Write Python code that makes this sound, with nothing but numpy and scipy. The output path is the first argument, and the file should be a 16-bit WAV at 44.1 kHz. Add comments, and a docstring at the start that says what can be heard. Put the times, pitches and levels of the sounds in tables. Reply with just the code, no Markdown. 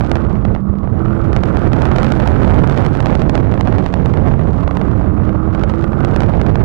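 """On a concrete road in an open sports car with a cross-plane V8, heard at two microphones by the windscreen.
The right port faces the airstream: shaped noise buffets it, sudden steps slap it, and it overloads.
The left port is sheltered and feels the same buffeting dull and faint, with a drone of the bodywork.
Under the wind, pulses through pipe resonances make the exhaust's beat; resonances, gated noise and
sines make its bark, louder when the throttle opens. Airflow hiss and a whistle are filtered noise."""
import sys
import numpy as np
from scipy import signal
from scipy.fft import rfft, irfft, next_fast_len
from scipy.io import wavfile
from scipy.ndimage import uniform_filter1d

SR = 44100
rng = np.random.default_rng(int(sys.argv[2]) if len(sys.argv) > 2 else 0)


def convert_level_to_amplitude(level_db):
    """Map a level in decibels to its linear amplitude factor."""
    exponent = np.asarray(level_db, float) / 20
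    return 10 ** exponent


def put_to_file(sound):
    """Save the sound as 16-bit audio at rate SR, in the file named by the first command-line argument."""
    columns = np.atleast_2d(sound).T  # one column per channel
    safe = np.clip(columns, -1, 1)
    whole_steps = np.round(safe * 32767)
    wavfile.write(sys.argv[1], SR, whole_steps.astype(np.int16))


N = 292824


def in_time(rows):
    """Columns of a table joined by straight lines."""
    s, *columns = np.transpose(rows)
    return [np.interp(np.arange(N) / SR, s, c) for c in columns]


def rms_one(x):
    """Scale to unit rms."""
    return x / np.sqrt(np.mean(x ** 2) + 1e-20)


def coloured(points):
    """Noise of unit rms with the given spectrum, interpolated over log frequency."""
    size = next_fast_len(N)
    bin_hz = np.maximum(np.arange(size // 2 + 1) * SR / size, 1)
    hz, db = np.transpose(points)
    shape = convert_level_to_amplitude(np.interp(np.log(bin_hz), np.log(hz), db, left=-90, right=-120))
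    white = rng.standard_normal(size)
    return rms_one(irfft(rfft(white) * shape, size)[:N])


def drift(rate_hz):
    """Slow random wander of unit rms: noise through a double one-pole low-pass."""
    r = np.exp(-2 * np.pi * rate_hz / SR)
    white = rng.standard_normal(N + SR)
    return rms_one(signal.lfilter([1], [1, -2 * r, r * r], white)[SR:])


def resonate(x, hz, width_hz):
    """Two-pole resonance, gain 1 on top."""
    r = np.exp(-np.pi * width_hz / SR)
    b = np.array([1, 0, -1]) * (1 - r * r) / 2
    a = [1, -2 * r * np.cos(2 * np.pi * hz / SR), r * r]
    return signal.lfilter(b, a, x + 1e-18)


def resonate_twice(x, hz, width_hz):
    """Two equal resonances in series, for steeper skirts."""
    return resonate(resonate(x, hz, width_hz), hz, width_hz)


def cut(x, hz, kind, order):
    """Butterworth low- or high-pass."""
    return signal.sosfilt(signal.butter(order, hz, kind, fs=SR, output="sos"), x)


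def gust_strength_db():
    """Strength of the airstream on the exposed port."""
    # (time [s], strength [dB])
    gusts = [(0.0, -7), (0.16, -9), (0.36, -14.5), (0.64, -22), (0.9, -18), (1.12, -8), (1.28, -12),
             (1.52, -6.5), (1.76, -7.5), (2.1, -2), (2.56, -6), (2.85, -4), (3.36, -9), (3.76, -7.5),
             (4.35, -11), (4.9, -9), (5.14, -17), (5.44, -15.5), (5.7, -7), (5.92, -13), (6.2, -6.5),
             (6.64, -13.5)]
    return in_time(gusts)[0]


def buffeting():
    """Turbulent pressure: shaped noise whose level wanders slowly and flutters fast."""
    # turbulence spectrum: (frequency [Hz], relative level [dB])
    turbulence = [(15, -35), (35, -3.5), (70, 1.5), (125, -0.5), (200, -4.5), (350, -11), (700, -19),
                  (1500, -32.5), (3000, -50.5), (8000, -72), (16000, -80.5)]
    return convert_level_to_amplitude(3.33 * drift(2.0) + 2.5 * drift(57.5)) * coloured(turbulence)


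def exposed_wind(buffet, gust_db):
    """Slow swells follow the gusts only in part; fine turbulence follows them fully and flutters."""
    slow = cut(buffet, 110, "low", order=1)
    fine = buffet - slow
    return convert_level_to_amplitude(0.5 * gust_db - 1.5) * slow + convert_level_to_amplitude(gust_db + 1.3 * drift(25)) * fine


def eddy_step(t, sag_s, rise_s):
    """Pressure of one eddy: suction grows, flips in one sudden step, then sags back."""
    draw_s = 0.0007
    return np.tanh(t / rise_s) * np.exp(-np.abs(t) / np.where(t < 0, draw_s, sag_s))


def eddies(gust, wind):
    """Eddies suck the diaphragm out and throw it back; strong ones strike twice, small ones come at random."""
    # sharp eddies slapping the exposed port: (time [s], strength [dB])
    slaps = [(0.01, 2.5), (0.034, -22), (0.117, 6), (0.1290, -3.5), (0.1456, -3.5), (0.157, -2), (0.157, 4),
             (0.163, 0), (0.1710, 0.5), (0.2380, -5), (0.294, -26), (0.356, -1.5), (0.364, -13),
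             (0.423, -9), (0.4529, 1.5), (0.551, 1), (0.563, -0.5), (0.673, -10), (0.7392, -5),
             (0.8753, -3), (0.9426, -11), (1.061, -1.5), (1.332, 3), (1.3655, 6), (1.437, 5), (1.5717, 4),
             (1.6196, 0), (1.734, 5), (1.821, 6), (1.8555, 4.5), (1.868, 0), (1.908, -3), (1.9176, 3),
             (1.963, 6), (1.986, 5.5), (2.0132, 0.5), (2.022, 1), (2.032, 6), (2.046, 5.5), (2.068, 2.5),
             (2.103, -4), (2.122, 7), (2.2017, 3.5), (2.2588, -12), (2.2762, 7), (2.4787, 2), (2.486, -2),
             (2.5447, 1.5), (2.6758, 4), (2.6987, 3.5), (2.777, 5), (2.818, -1.5), (2.851, 3), (2.8647, 5),
             (2.9529, 2.5), (3.005, 5.5), (3.06, 6), (3.07, 3), (3.087, -2.5), (3.102, -0.5), (3.154, 5),
             (3.2201, 3), (3.254, -1.5), (3.278, -3), (3.297, 6.5), (3.349, 0.5), (3.355, 6), (3.3786, 2.5),
             (3.5416, 2), (3.5778, 0.5), (3.604, -1), (3.6107, 6.5), (3.644, -4.5), (3.6749, 2.5),
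             (3.7266, 1.5), (3.7854, 2.5), (3.8634, 4), (3.9411, 4.5), (4.0603, 4), (4.14, 2), (4.174, 1.5),
             (4.3139, -0.5), (4.6788, 2.5), (4.712, 1.5), (4.7716, 2.5), (4.8157, 2), (4.8725, -3),
             (5.2937, 0.5), (5.55, 2), (5.6378, 4), (5.698, 2.5), (5.739, -0.5), (5.806, -5.5), (5.843, 2),
             (5.933, 0), (6.007, 0.5), (6.0499, 5), (6.082, -2), (6.138, -0.5), (6.1632, 6), (6.2066, 5.5),
             (6.222, 2.5), (6.235, 3), (6.249, -5), (6.317, -7.5), (6.338, 0), (6.355, -7.5), (6.416, 4.5),
             (6.439, -6), (6.466, 2), (6.5577, 4)]
    rise_s, sag_s, push = 0.00015, 0.0021, 0.51   # of an eddy of 0 dB
    least_gap_s = 0.00095   # between the strikes of a double
    out = np.zeros(N)
    span = SR // 100
    around = np.arange(-span, span)
    t = around / SR
    for s, db in slaps:
        i = round(s * SR) + around
        slap_rise_s, height = rise_s / convert_level_to_amplitude(db), push * convert_level_to_amplitude(db / 2)   # stronger: steeper and taller
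        gap_s = least_gap_s * (1 + .8 * rng.random())
        first = np.clip((db + 5) / 6, 0, 1.3) * eddy_step(t + gap_s, sag_s / 3, slap_rise_s)
        # the wind is swept aside meanwhile
        takes_over = min(convert_level_to_amplitude(db), 1) * np.exp(-(t / sag_s) ** 2)
        out[i] += height * (eddy_step(t, sag_s, slap_rise_s) + first) - takes_over * wind[i]

    # small ones in flurries, thicker in gusts; rates per s at flurry 1
    flurry = gust * convert_level_to_amplitude(3.5 * drift(16))
    puffs_per_s, steps_per_s = 260.0, 150.0
    sizes = convert_level_to_amplitude(2.4 * np.minimum(rng.exponential(1, N), 3))
    puffs = (rng.random(N) < puffs_per_s * flurry / SR) * sizes * rng.choice([-1, 1], N)
    puffs = resonate(cut(puffs + 1e-18, 2000, "low", order=2), 320, 310)
    steps = (rng.random(N) < steps_per_s * flurry / SR) * sizes
    steps = signal.fftconvolve(steps, eddy_step(t, sag_s, rise_s / 4), "same")
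    edged = cut(out + gust ** 0.65 * convert_level_to_amplitude(-19.0) * steps, 7000, "low", order=2)
    return edged + gust ** 0.73 * convert_level_to_amplitude(-23.0) * rms_one(puffs)


def engine_cycles():
    """Engine cycles elapsed, eight firings each, and the cycle phase in radians."""
    # (time [s], cycle rate [1/s])
    revs = [(0.0, 42.9), (0.4, 40.5), (0.8, 39.1), (1.1, 41.7), (1.4, 41.9), (1.8, 44.3), (2.2, 45.1),
            (2.5, 47.4), (2.8, 45.6), (3.1, 45.1), (3.6, 39.2), (4.25, 32.4), (4.5, 33.5), (4.8, 36.5),
            (5.2, 38.8), (5.6, 40.5), (6.2, 43.9), (6.4, 38.8), (6.64, 39.2)]
    elapsed = np.cumsum(in_time(revs)[0]) / SR
    return elapsed, 2 * np.pi * elapsed


def firing_pulses(elapsed):
    """One pulse per firing; the near bank's unevenly spaced four are stronger than the far bank's."""
    # one row per firing slot: (1 near side pipe, 0 far)
    near_bank = [1, 0, 0, 1, 0, 1, 1, 0]
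    # one row per firing slot, from header pipes of unequal length: (delay [ms])
    header_lag_ms = [.09, 0, 0, .18, 0, 0, .28, 0]
    far_bank_db, uneven_db, jitter_s = -16, 1.5, .00005
    slot = np.floor(8 * elapsed).astype(int)
    at = np.flatnonzero(np.diff(slot)) + 1
    cylinder = slot[at] % 8
    chance = rng.standard_normal((len(at), 2))
    near = np.array(near_bank)[cylinder]
    late_s = np.array(header_lag_ms)[cylinder] / 1000 + jitter_s * chance[:, 0]
    pulses = np.zeros(N)
    i = np.clip(at + (late_s * SR).astype(int), 0, N - 1)
    pulses[i] = convert_level_to_amplitude((1 - near) * far_bank_db + uneven_db * chance[:, 1])
    return pulses


def pipe(pulses, modes):
    """Firing pulses ringing the exhaust's resonances, alternate modes inverted, unit rms."""
    out = np.zeros(N)
    for k, (hz, width_hz, db) in enumerate(modes):
        out += (-1) ** k * convert_level_to_amplitude(db) * resonate_twice(pulses, hz, width_hz)
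    return rms_one(out)


def exhaust_beat(pulses):
    """Low exhaust resonances rung by the firings, wandering in level."""
    # (frequency [Hz], width [Hz], relative level [dB])
    low_modes = [(144.6, 32.7, 20.5), (200.4, 83, 8.5)]
    return pipe(pulses, low_modes) * convert_level_to_amplitude(4 * drift(12))


def exhaust_rasp(pulses, turn):
    """Gas rushing out after each firing: noise gated by the pulses, in a band that rides with the revs."""
    rush = rms_one(cut(pulses, 320, "low", order=1)) * rng.standard_normal(N)
    return rms_one(cut(rush, 230, "low", order=6) * np.sin(31 * turn))


def engine_tones(turn):
    """Clear tones at multiples of the cycle rate; the firing rate sings through the pipe's own note."""
    # (multiple of the cycle rate [1], relative level [dB])
    orders = [(13, -15), (21, -12), (24, -11), (26, -10), (28, -8), (29, -5), (30, -7), (31, -8), (32, -6),
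              (33, -9), (35, -12)]
    tones = sum(convert_level_to_amplitude(db + 2.0 * drift(5.9)) * np.sin(k * turn) for k, db in orders)
    firing = convert_level_to_amplitude(16 + 1.2 * drift(6)) * np.sin(8 * turn + .25 * drift(10))
    return tones + resonate_twice(firing, 315, 60)


def throttle_db():
    """Bark level: rises as the throttle opens, drifts while held, falls to the overrun when it shuts."""
    # (opens [s], shuts [s], opening time [s], relative bark level [dB], change while held [dB/s])
    presses = [(-.2, 0.256, .05, -5.5, 1.5), (0.962, 3.054, .05, 0.5, -1.5), (4.333, 6.206, .15, -3, .5)]
    shut_db, shutting_s = -16, 0.13
    t, level_db = np.arange(N) / SR, np.full(N, float(shut_db))
    for opens, shuts, opening_s, db, db_per_s in presses:
        opened = np.clip((t - opens) / opening_s, 0, 1)
        still_open = np.clip(1 - (t - shuts) / shutting_s, 0, 1)
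        level_db += opened * still_open * (db + db_per_s * (t - opens) - shut_db)
    return level_db


def exhaust_bark(pulses, turn):
    """Upper exhaust resonances, rasp and tones, together under the throttle."""
    # (frequency [Hz], width [Hz], relative level [dB])
    upper_modes = [(530, 35, -3), (822, 110, -4.5), (1270, 270, -13)]
    bark = convert_level_to_amplitude(-3) * pipe(pulses, upper_modes) + convert_level_to_amplitude(-2.5) * exhaust_rasp(pulses, turn) + engine_tones(turn)
    return bark * convert_level_to_amplitude(throttle_db() + 1.2 * drift(8))


def body_drone(turn):
    """The bodywork drones at five times the cycle rate."""
    return convert_level_to_amplitude(3.0 * drift(3)) * np.sin(5 * turn)


def sheltered_wind(buffet):
    """Buffeting behind the housing: a leak through low-passes, a quarter wave late, and noise of its own."""
    # spectrum of the sheltered port's own noise: (frequency [Hz], relative level [dB])
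    own_spectrum = [(15, -6), (40, 0), (100, -5), (250, -12), (400, -22), (960, -29), (1080, -46),
                    (2000, -62)]
    leak = cut(cut(buffet, 22, "low", order=1), 300, "low", order=1)
    own = convert_level_to_amplitude(1.2 * drift(7)) * coloured(own_spectrum)
    return convert_level_to_amplitude(-16.5) * leak + convert_level_to_amplitude(-31.5) * own


def airflow_hiss(level_db, mean_gust_db):
    """Hiss of the airflow: shaped noise that follows the averaged gusts and, in part, the throttle."""
    # (frequency [Hz], relative level [dB])
    hiss_spectrum = [(500, -16), (1200, -7), (2000, 0), (3200, -1), (4200, -5), (5000, -10), (7000, -11),
                     (10000, -14), (14000, -21), (15000, -30)]
    return convert_level_to_amplitude(level_db + mean_gust_db + 0.27 * throttle_db()) * coloured(hiss_spectrum)


def whistle():
    """An airy whistle near 1.1 kHz: narrow noise, wandering in level."""
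    return convert_level_to_amplitude(2.5 * drift(5)) * rms_one(resonate_twice(rng.standard_normal(N), 1110, 150))


def scene():
    """Pressure at the sheltered left port and at the exposed right port."""
    gust_db = gust_strength_db()
    gust = convert_level_to_amplitude(gust_db)
    mean_gust_db = uniform_filter1d(gust_db, int(0.38 * SR), mode="nearest")
    buffet = buffeting()
    wind = exposed_wind(buffet, gust_db)
    elapsed, turn = engine_cycles()
    pulses = firing_pulses(elapsed)
    beat, bark = exhaust_beat(pulses), exhaust_bark(pulses, turn)

    suction = 0.095 * gust   # the airstream pulls the diaphragm outward
    right = wind - suction + eddies(gust, wind)
    right += convert_level_to_amplitude(-18.5) * beat + convert_level_to_amplitude(-28.5) * bark
    right += airflow_hiss(-47, mean_gust_db) + convert_level_to_amplitude(-40) * whistle()

    lee = convert_level_to_amplitude(0.72 * mean_gust_db)   # the shelter evens out the gusts
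    left = lee * (sheltered_wind(buffet) + convert_level_to_amplitude(-40.5) * body_drone(turn))
    left += convert_level_to_amplitude(-45) * beat + convert_level_to_amplitude(-56) * cut(bark, 800, "low", order=5)
    left += airflow_hiss(-54 + 1.5 * drift(15), mean_gust_db)
    return np.array([left, right])


def overload(x):
    """The capsule saturates early and hard on the negative side; a little swing passes at the stops."""
    limit, knee, through = np.where(x > 0, .72, .31), 4.6, .045
    return x / (1 + np.abs(x / limit) ** knee) ** (1 / knee) + through * x


def gain_control(x):
    """Gain follows the positive peaks, held with a steady release, and lifts the signal in lulls."""
    floor, release_db_per_s, attack_s = .35, 25, .012
    ramp_db = release_db_per_s * np.arange(N) / SR
    peak_db = 20 * np.log10(np.maximum(x, floor))
    held_db = np.maximum.accumulate(peak_db + ramp_db) - ramp_db
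    r = np.exp(-1 / (attack_s * SR))
    mean_db = held_db.mean()
    smooth_db = signal.lfilter([1 - r], [1, -r], held_db - mean_db) + mean_db
    return np.clip(x * convert_level_to_amplitude(-3.3 - .9 * smooth_db), -.97, .97)


def top_cut(x):
    """Nothing passes above the cut-off."""
    return signal.sosfilt(signal.butter(12, 15340, fs=SR, output="sos"), x)


def record(dry):
    """The right channel overloads, is band-limited and gain-controlled; the left passes straight."""
    left, right = dry
    right = overload(right)
    right = cut(right, 7, "high", order=1)   # the coupling capacitor tilts the flat stretches
    right = cut(right, 14000, "low", order=6)
    right = gain_control(right)
    return top_cut(np.array([left, right]))


dry = scene()
out = record(dry)
put_to_file(out)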